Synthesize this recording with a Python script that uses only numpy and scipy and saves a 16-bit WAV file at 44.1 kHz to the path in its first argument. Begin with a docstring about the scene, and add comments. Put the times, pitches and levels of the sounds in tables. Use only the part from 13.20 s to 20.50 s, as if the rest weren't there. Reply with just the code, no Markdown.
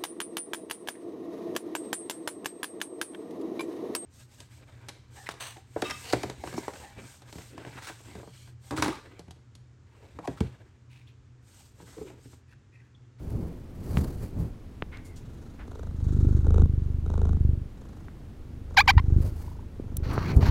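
"""A cat purrs a few centimetres from a handheld microphone in a quiet room.
Its larynx is a pulse source, about 25 cycles a second, filtered by chest, throat and nose:
round on the way out, faster and with a rasp on the way in. Air forced through a tiny wet gap gives
three short kiss-like squeaks. Fur excites the grille by friction, and knocks rock the capsule;
behind it all lies the low rumble of the room."""
import sys
import numpy as np
from scipy import signal
from scipy.fft import rfft, irfft, next_fast_len
from scipy.io import wavfile

SR = 44100
rng = np.random.default_rng(int(sys.argv[2]) if len(sys.argv) > 2 else 0)


def store_pcm(level_fs):
    """Save levels as 16-bit WAV."""
    pcm = np.round(np.clip(level_fs, -1, 1) * 32767).astype(np.int16)
    wavfile.write(sys.argv[1], SR, np.atleast_2d(pcm).T)


N = 322004
TIME = np.arange(N) / SR
BAND_LIMIT_HZ = 15900

# Outward strokes: first pulse t/s, last pulse t/s, count, relative level/dB of throat, nose, reopening
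EXHALES = [(1.96, 2.41, 12, -72, -66, 4.5), (2.750, 3.235, 13, -60.5, -58.5, 5.5),
           (3.500, 3.831, 9, -78, -71, -1.5), (4.213, 4.545, 9, -82, -87, -1),
           (5.012, 5.459, 12, -95, -94, -12), (5.805, 6.090, 8, -61, -67, 0),
           (6.545, 6.91, 10, -62, -84.5, 3)]
# Inward strokes: first pulse t/s, last pulse t/s, count, relative level/dB of throat, nose
INHALES = [(2.460, 2.691, 7, -56.5, -64), (3.249, 3.438, 6, -46.5, -73), (3.844, 4.150, 9, -49, -75),
           (4.560, 4.866, 9, -66.5, -66.5), (5.49, 5.755, 8, -58.5, -64.5), (6.125, 6.464, 10, -71, -70)]
THROAT, NOSE, REOPENING = 3, 4, 5  # level columns of the strokes
# Spectrum of the microphone housing, also given to the room's tail: f/Hz, level/dB
HOUSING = [(100, 3), (420, 10.5), (680, 2), (1100, 4), (2900, -2.5), (4800, -16.5), (12000, -36.5)]


def thumps():
    """Source and filter: the larynx shuts with a chest thump and reopens with a flap and a low gurgle."""
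    nearness = [(1.9, -47.5), (2.5, -44.5), (2.9, -22), (3.4, -13.5), (3.62, -25.5), (4.3, -18.5),
                (4.55, -46), (5.15, -49), (5.98, -17), (6.2, -33.5), (6.5, -44), (6.9, -24)]  # gain as the head nears and turns away: t/s, level/dB
    chest_out = [(22, 7), (45, 3.5), (70, 11.5), (120, 5), (200, -10.5), (380, -20), (480, -30.5),
                 (620, -58.5)]  # chest spectrum, exhaling: f/Hz, level/dB
    chest_in = [(22, 5.5), (48, 2.5), (80, 10.5), (165, -19.5), (380, -24), (560, -55.5)]  # chest spectrum, inhaling: f/Hz, level/dB
    push = breath(EXHALES, start_db=-2.5, end_db=-9)
    pull = breath(INHALES, start_db=-3.5, end_db=1.6)
    shut_out = push * pulses(EXHALES, delay=-0.00616, jitter=0.0006, spread_db=1.6)
    shut_in = pull * pulses(INHALES, delay=-0.0036, jitter=0.00051, spread_db=1.5)
    open_out = push * pulses(EXHALES, delay=0.01076, jitter=0.0011, spread_db=1.5, column=REOPENING)
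    open_in = pull * pulses(INHALES, delay=0.02, jitter=0.001, spread_db=3)
    outward = chest_wall(colour(shut_out, chest_out), hz=138) - amp(-14) * build_up(shut_out, 0.014)
    chest = outward + amp(-1.05) * colour(shut_in, chest_in)
    reopening = amp(-14) * open_in - amp(-20.5) * open_out
    flap = colour(reopening, [(60, -30.5), (140, 9.5), (260, -3.5), (480, -29.5)])
    turbulence = puffs(open_out + amp(-1) * shut_in, decay=0.0021)
    gurgle = amp(-20.5) * colour(turbulence, [(110, -3.5), (190, 0.5), (390, -3.5), (520, -20)])
    return curve(nearness) * (flap + gurgle - chest)


def rasp():
    """Pulsed turbulence: wet folds hiss, snap and tick inward, puff outward; the nose hisses in step."""
    throat_spectrum = [(170, -19.5), (440, 10.5), (600, -1), (820, -1), (1000, -5), (1450, -6),
                       (1800, -26.5), (3900, -27.5), (4700, -38.5), (6200, -22.5), (12000, -44.5)]  # throat resonances: f/Hz, level/dB
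    nose_spectrum = [(400, -14), (1400, 11), (2600, -14.5), (3900, 2), (4900, -7.5), (6500, 0.5),
                     (8500, -8), (15000, -20.5)]  # nasal resonances: f/Hz, level/dB
    parting = pulses(INHALES, delay=0.0178, jitter=0.0007, spread_db=2.5, column=THROAT)
    snap = pulses(INHALES, delay=0.0203, jitter=0.0003, spread_db=1, column=THROAT)
    closing = pulses(INHALES, delay=-0.0045, jitter=0.001, spread_db=4.5, column=THROAT)
    leaving = pulses(EXHALES, delay=0.006, jitter=0.001, spread_db=2, column=THROAT)
    nose_out = pulses(EXHALES, delay=0.004, jitter=0.001, spread_db=2, column=NOSE)
    nose_in = pulses(INHALES, delay=0.011, jitter=0.001, spread_db=2, column=NOSE)
    inward = amp(5.5) * snap + parting + amp(-0.5) * puffs(parting, decay=0.00095)
    ticks = amp(-6) * closing + amp(-6.5) * puffs(closing, decay=0.00057)
    throat_air = amp(-7) * puffs(closing, decay=0.005) + amp(4.5) * puffs(leaving, decay=0.0048)
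    throat = colour(inward + ticks + throat_air, throat_spectrum)
    ringing = amp(-21.5) * mode(snap + amp(-7.5) * closing, hz=3800, t60=0.013)
    nose_air = puffs(nose_out, decay=0.0065) + puffs(nose_in, decay=0.0031)
    return throat + ringing + colour(nose_air, nose_spectrum)


def wheeze():
    """Flow-driven whistle: on one inward stroke the nose gives rising peeps, highest at peak flow."""
    peep_run = (6.168, 6.432, 8, -47)  # nasal peeps: first t/s, last t/s, count, level/dB
    first, last, count, db = peep_run
    peep_s, base_hz = 0.014, 772
    flow_lift, peep_rise = 0.23, 0.46  # shares of the base pitch
    out, u = np.zeros(N), np.linspace(0, 1, int(peep_s * SR))
    for k, s in enumerate(np.linspace(first, last, round(count))):
        flow = np.sin(np.pi * (k + 0.5) / (count + 2))
        hz = base_hz * (1 + flow_lift * flow + peep_rise * (u - 0.5))
        peep = np.sin(np.pi * u) ** 2 * np.sin(2 * np.pi * np.cumsum(hz) / SR)
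        add(out, s - peep_s / 2, amp(db + 2 * rng.standard_normal()) * flow ** 0.5 * peep)
    return out


def pulses(strokes, delay, jitter, spread_db, column=None):
    """Laryngeal pulse train with jitter and shimmer; a level column scales it and arches each stroke."""
    train = np.zeros(N)
    for stroke in strokes:
        first, last, count = stroke[0], stroke[1], round(stroke[2])
        unit_power = np.sqrt(SR * (last - first) / (count - 1))
        for k, s in enumerate(np.linspace(first, last, count)):
            late, size = rng.uniform(-1.38, 1, 2)
            arch = np.sin(np.pi * (k + 0.82) / count) ** 0.5
            flow = 1 if column is None else amp(stroke[column]) * arch
            add(train, s + delay + jitter * late, flow * amp([spread_db * size]) * unit_power)
    return train


def puffs(train, decay):
    """Modulated turbulence: each pulse lets through a soft-edged burst of noise."""
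    u = np.arange(SR // 20) / SR / decay
    return excite(train, u ** 2 * np.exp(-u)) * rng.standard_normal(N)


def breath(strokes, start_db, end_db):
    """Amplitude envelope: each stroke gathers force, holds it and moves to end_db as the air turns."""
    gather_s, turn_s = 0.16, 0.1
    points = []
    for first, last, *_ in strokes:
        points += [(first, start_db), (first + gather_s, 0), (last - turn_s, 0), (last, end_db)]
    return curve(points)


def chest_wall(x, hz):
    """All-pass dispersion: the soft wall delays tones below hz, which rounds each thump."""
    pole = np.exp(-2 * np.pi * hz / SR)
    return signal.lfilter([-pole, 1], [1, -pole], x)


def build_up(train, length_s):
    """Blocked flow: pressure swells behind the closed larynx just before each thump."""
    swell = np.hanning(int(length_s * SR))
    lead = len(swell) * 3 // 4
    return signal.oaconvolve(train, swell / np.linalg.norm(swell))[lead:][:N]


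def squeaks():
    """Self-oscillation of a tiny wet gap: fluttering harmonics sweep through fixed resonances."""
    # One path a squeak, low and loud while the gap is open, high and quiet when tight: t/s, f/Hz, level/dB
    paths = [
        [(5.565, 1236, -48.5), (5.571, 1056, -18.5), (5.577, 827, -13), (5.586, 756, -11), (5.603, 853, -16),
         (5.609, 1143, -16), (5.617, 1200, -23), (5.625, 1260, -50)],
        [(5.674, 1200, -44), (5.679, 1006, -12.5), (5.685, 830, -16.5), (5.692, 763, -12.5),
         (5.701, 818, -14.5), (5.709, 1095, -18.5), (5.717, 1270, -44)],
        [(5.775, 954, -48), (5.781, 885, -18), (5.789, 1040, -35), (5.796, 1065, -28), (5.801, 1060, -41)],
    ]
    # The gaps, the last slack, dull and rough: cutoff f/Hz, air noise level/dB, pitch waver (share)
    gaps = [(15000, -19.5, 0.015), (15130, -16, 0.018), (2730, -6.5, 0.037)]
    resonances = [(760, -1.5), (1600, -1.5), (2000, -4), (2320, 1), (2600, -8.5), (3900, -12.5),
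                  (4600, -12), (6500, -26.5), (8500, -37.5), (15000, -37)]  # spectrum shaping each squeak: f/Hz, level/dB
    out, k = np.zeros(N), np.arange(1, 21)[:, None]  # harmonic numbers
    for path, (top_hz, air_db, waver) in zip(paths, gaps):
        s, pitch, db = np.transpose(path)
        t = np.arange(s.min(), s.max(), 1 / SR)
        hz = np.interp(t, s, pitch) * (1 + waver * wander(370)[:len(t)])
        flutter_db = 2.43 * np.resize(wander(61), (len(k), len(t))) * np.log(k)
        weight = amp(level_at(resonances, k * hz) + flutter_db) * (k * hz < BAND_LIMIT_HZ)
        phase = 2 * np.pi * k * np.cumsum(hz) / SR + rng.uniform(0, np.pi, k.shape)
        tone = (weight * np.cos(phase)).sum(0) / np.sqrt((weight ** 2).sum(0) / 2)
        air = colour(rng.standard_normal(len(t)), [(500, -24.5)] + resonances)
        squeak = amp(np.interp(t, s, db)) * (tone + amp(air_db) * air)
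        add(out, t[0], low_pass(squeak, top_hz, order=2))
    return out


def bumps():
    """Impact excitation: a knock rocks the capsule for a cycle or two and clicks in the housing; the same shape
    gives the tick that ends an inward purr."""
    # Knocks on the microphone, and at 4.8838 s the tick that ends an inward purr stroke: t/s, thud level/dB,
    # thud f/Hz, click level/dB, click cutoff f/Hz
    knocks = [(0.7718, -12.5, 148, -13.5, 4500), (1.6232, -25.5, 126, -13.5, 3820),
              (4.8838, -36, 1260, -41, 2480), (5.7666, -2.5, 75, -48, 1000), (6.598, -23.5, 302, -37, 750),
              (6.979, -17, 112, -11, 1506), (7.164, -4, 71.4, -31, 910), (7.2283, -7.5, 87.5, -15.5, 1020),
              (7.286, -6, 75.7, -37, 1400)]
    out, t = np.zeros(N), np.arange(SR // 8) / SR
    housing = impulse_response(HOUSING)
    for s, thud_db, hz, click_db, top_hz in knocks:
        half_cycles = 2 * hz * t
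        thud = (half_cycles * np.exp(1 - half_cycles)) ** 2 * np.sin(2 * np.pi * hz * t)
        click = low_pass(housing, top_hz, order=4)
        add(out, s, -amp(thud_db) * thud)
        add(out, s, -amp(click_db) * click / abs(click).max())
    return out


def fur():
    """Friction noise: fur pressing on the grille rumbles, and single hairs catch, scrape and fizz."""
    # Loose fur passing: middle t/s, half length t/s, rumble level/dB, hiss level/dB
    brushes = [(0.187, 0.16, -30.5, -62.5), (0.792, 0.14, -26, -52), (1.038, 0.045, -32.5, -57),
               (1.215, 0.06, -27.5, -60), (6.225, .1, -45, -60.5), (6.056, 0.049, -30, -53.5),
               (7.18, 0.06, -19.5, -59.5)]
    rubs = [(6.829, 0.319, 0.041, -42.5), (7.206, 0.12, 0.046, -36)]  # hard rubs: start t/s, length t/s, leaning-in t/s, scrape level/dB
    rumble = [(15, -11.5), (85, -2), (190, -11.5), (380, -19), (900, -36)]  # pressure spectrum: f/Hz, level/dB
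    scrape = [(250, -14), (1000, 6), (2200, -2), (3500, -9.5), (4400, -3), (5050, -11.5), (5700, -9.5),
              (8000, -29)]  # midrange spectrum of the hairs: f/Hz, level/dB
    fizz = [(1500, -30), (4700, 8.5), (10000, 8), (15200, 7)]  # treble spectrum of the hairs: f/Hz, level/dB
    catches = rng.standard_normal(N) * (rng.random(N) < 45 / SR)  # about 45 a second
    sliding = rng.standard_normal(N) * amp(2 * wander(900) + 2.5 * wander(48))
    hairs = sliding + amp(16) * catches
    layers = np.array([noise(rumble), unit(colour(hairs, scrape)), unit(colour(hairs, fizz))])
    power = sum(brush(*row) ** 2 for row in brushes) + sum(rub(*row) ** 2 for row in rubs)
    return (np.sqrt(power) * layers).sum(0)


def brush(middle, half, rumble_db, hiss_db):
    """Grazing contact: one smooth swell in the gains of rumble, scrape and fizz."""
    return amp([[rumble_db], [hiss_db], [hiss_db]]) * np.exp(-abs((TIME - middle) / half) ** 1.35)


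def rub(start, length, lean_s, db):
    """Friction grows with load: gains of rumble, scrape and fizz as the cat leans in and slips off."""
    attack_s, release_s, touch_db = 0.004, 0.032, -5
    t = np.maximum(TIME - start, 0)
    contact = np.clip(np.minimum(t / attack_s, (length - t) / release_s), 0, 1)
    lean = amp(touch_db * np.exp(-t / lean_s))
    return amp([[db + 13], [db], [db - 17.5]]) * contact * lean


def drags():
    """Friction-driven resonance: sliding fur sings on the grille in a drifting band of noise."""
    # Singing drags: start t/s, length t/s, level/dB, initial f/Hz, final f/Hz, bandwidth f/Hz
    slides = [(1.724, 0.053, -53, 2110, 2100, 220), (1.757, 0.21, -62, 2180, 2070, 260),
              (6.89, 0.18, -38, 1056, 1300, 1010), (7.031, 0.12, -44.5, 2100, 2300, 800)]
    out = np.zeros(N)
    for start, length, db, from_hz, to_hz, width_hz in slides:
        u = np.clip((TIME - start) / length, 0, 1)
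        phase = 2 * np.pi * np.cumsum(from_hz + (to_hz - from_hz) * u) / SR
        band = wander(width_hz / 2) * np.cos(phase) + wander(width_hz / 2) * np.sin(phase)
        out += amp(db) * np.sqrt(2 * u * (1 - u)) * band
    return out


def hisses_and_ticks():
    """Noise transients: fur flicking the mesh, and one tick ending an inward purr."""
    bursts = [(1.715, 0.025, -50, 1750), (1.772, 0.00048, -46, 4400), (1.845, 0.016, -58, 7700),
              (1.957, 0.012, -55.5, 6170), (2.388, 0.016, -49.5, 1500), (4.885, 0.00077, -53, 1390),
              (6.7681, 0.0013, -30, 11400), (6.928, 0.0072, -51, 11500), (7.162, 0.004, -48.5, 8800)]  # brief hisses and ticks: start t/s, rise t/s, level/dB, centre f/Hz
    out, t = np.zeros(N), np.arange(SR // 2) / SR
    for s, rise, db, hz in bursts:
        hiss = t / rise * np.exp(1 - t / rise) * rng.standard_normal(len(t))
        add(out, s, amp(db) * colour(hiss, [(hz / 6, -22), (hz / 2, -4), (hz, 0), (hz * 1.3, -2)]))
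    return out


def room(x, t60):
    """Reverberation: the reflections of a furnished room merge into exponentially decaying noise."""
    t = np.arange(SR // 2) / SR
    tail = rng.standard_normal(len(t)) * 1000 ** (-t / t60)
    return excite(x, colour(tail, HOUSING))


def room_rumble():
    """Stationary noise: the quiet room's background, strongest in the bass."""
    background = [(15, -0.5), (90, -1.5), (180, -11.5), (250, -10.5), (680, -28.5), (2300, -39),
                  (15000, -55)]  # spectrum of the room's noise: f/Hz, level/dB
    return amp(-42.5) * noise(background)


def mode(x, hz, t60):
    """Damped oscillator: x rings one resonance of energy 1."""
    t = np.arange(SR // 2) / SR
    return excite(x, 1000 ** (-t / t60) * np.sin(2 * np.pi * hz * t))


def excite(x, response):
    """Convolution with a response scaled to energy 1."""
    return signal.oaconvolve(x, response / np.linalg.norm(response))[:N]


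def impulse_response(spectrum, size=8192):
    """Minimum-phase response, of energy 1, of a body with this spectrum (f/Hz, relative level/dB)."""
    hz = abs(np.fft.fftfreq(size, 1 / SR))
    roll_off = np.maximum(hz / spectrum[-1][0], 1) ** 3 * np.maximum(spectrum[0][0] / (hz + 1), 1)
    log_gain = np.log(amp(level_at(spectrum, hz)) / roll_off + 1e-6)
    response = np.fft.ifft(np.exp(np.conj(signal.hilbert(log_gain)))).real[:size // 2]
    return response / np.linalg.norm(response)


def colour(x, spectrum):
    """Linear filtering by a body with this spectrum."""
    return signal.oaconvolve(x, impulse_response(spectrum))[:len(x)]


def low_pass(x, hz, order):
    """Attenuation above a cutoff."""
    return signal.sosfilt(signal.butter(order, min(hz, BAND_LIMIT_HZ), fs=SR, output="sos"), x)


def noise(spectrum):
    """Filtered white noise of rms 1."""
    return unit(colour(rng.standard_normal(N), spectrum))


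def wander(hz):
    """Random modulation of rms 1, with a bandwidth of about hz."""
    n = next_fast_len(N)
    smoothing = np.exp(-(np.fft.rfftfreq(n, 1 / SR) / hz) ** 2)
    return unit(irfft(rfft(rng.standard_normal(n)) * smoothing, n))[:N]


def level_at(spectrum, hz):
    """A spectrum's level/dB, interpolated over log frequency."""
    f, db = np.transpose(spectrum)
    return np.interp(np.log(hz + 1), np.log(f + 1), db)


def curve(points):
    """Gain envelope through points of t/s, level/dB."""
    return amp(np.interp(TIME, *np.transpose(points)))


def amp(db):
    """Decibels to amplitude ratio."""
    return 10 ** (np.asarray(db) / 20)


def unit(x):
    """Normalisation to rms 1."""
    return x / np.sqrt(np.mean(x ** 2) + 1e-20)


def add(mix, s, sound):
    """Superposes a sound at time s."""
    part = mix[max(round(s * SR), 0):][:len(sound)]
    part += sound[:len(part)]


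def scene():
    """Superposition of all sources; squeaks and knocks ring on in the room and the grille."""
    sharp = squeaks() + bumps()
    tails = amp(-40) * room(sharp, t60=0.2) + amp(-43.5) * mode(sharp, hz=2000, t60=0.36)
    purr = thumps() + rasp() + wheeze()
    return (purr + sharp + fur() + drags() + hisses_and_ticks() + tails + room_rumble())[None]


def record(dry):
    """Band limiting: a linear-phase low-pass removes the highest treble."""
    taps = signal.firwin(511, BAND_LIMIT_HZ, window=("kaiser", 9), fs=SR)
    return signal.oaconvolve(dry, taps[None], "same")


dry = scene()
out = record(dry)
store_pcm(out)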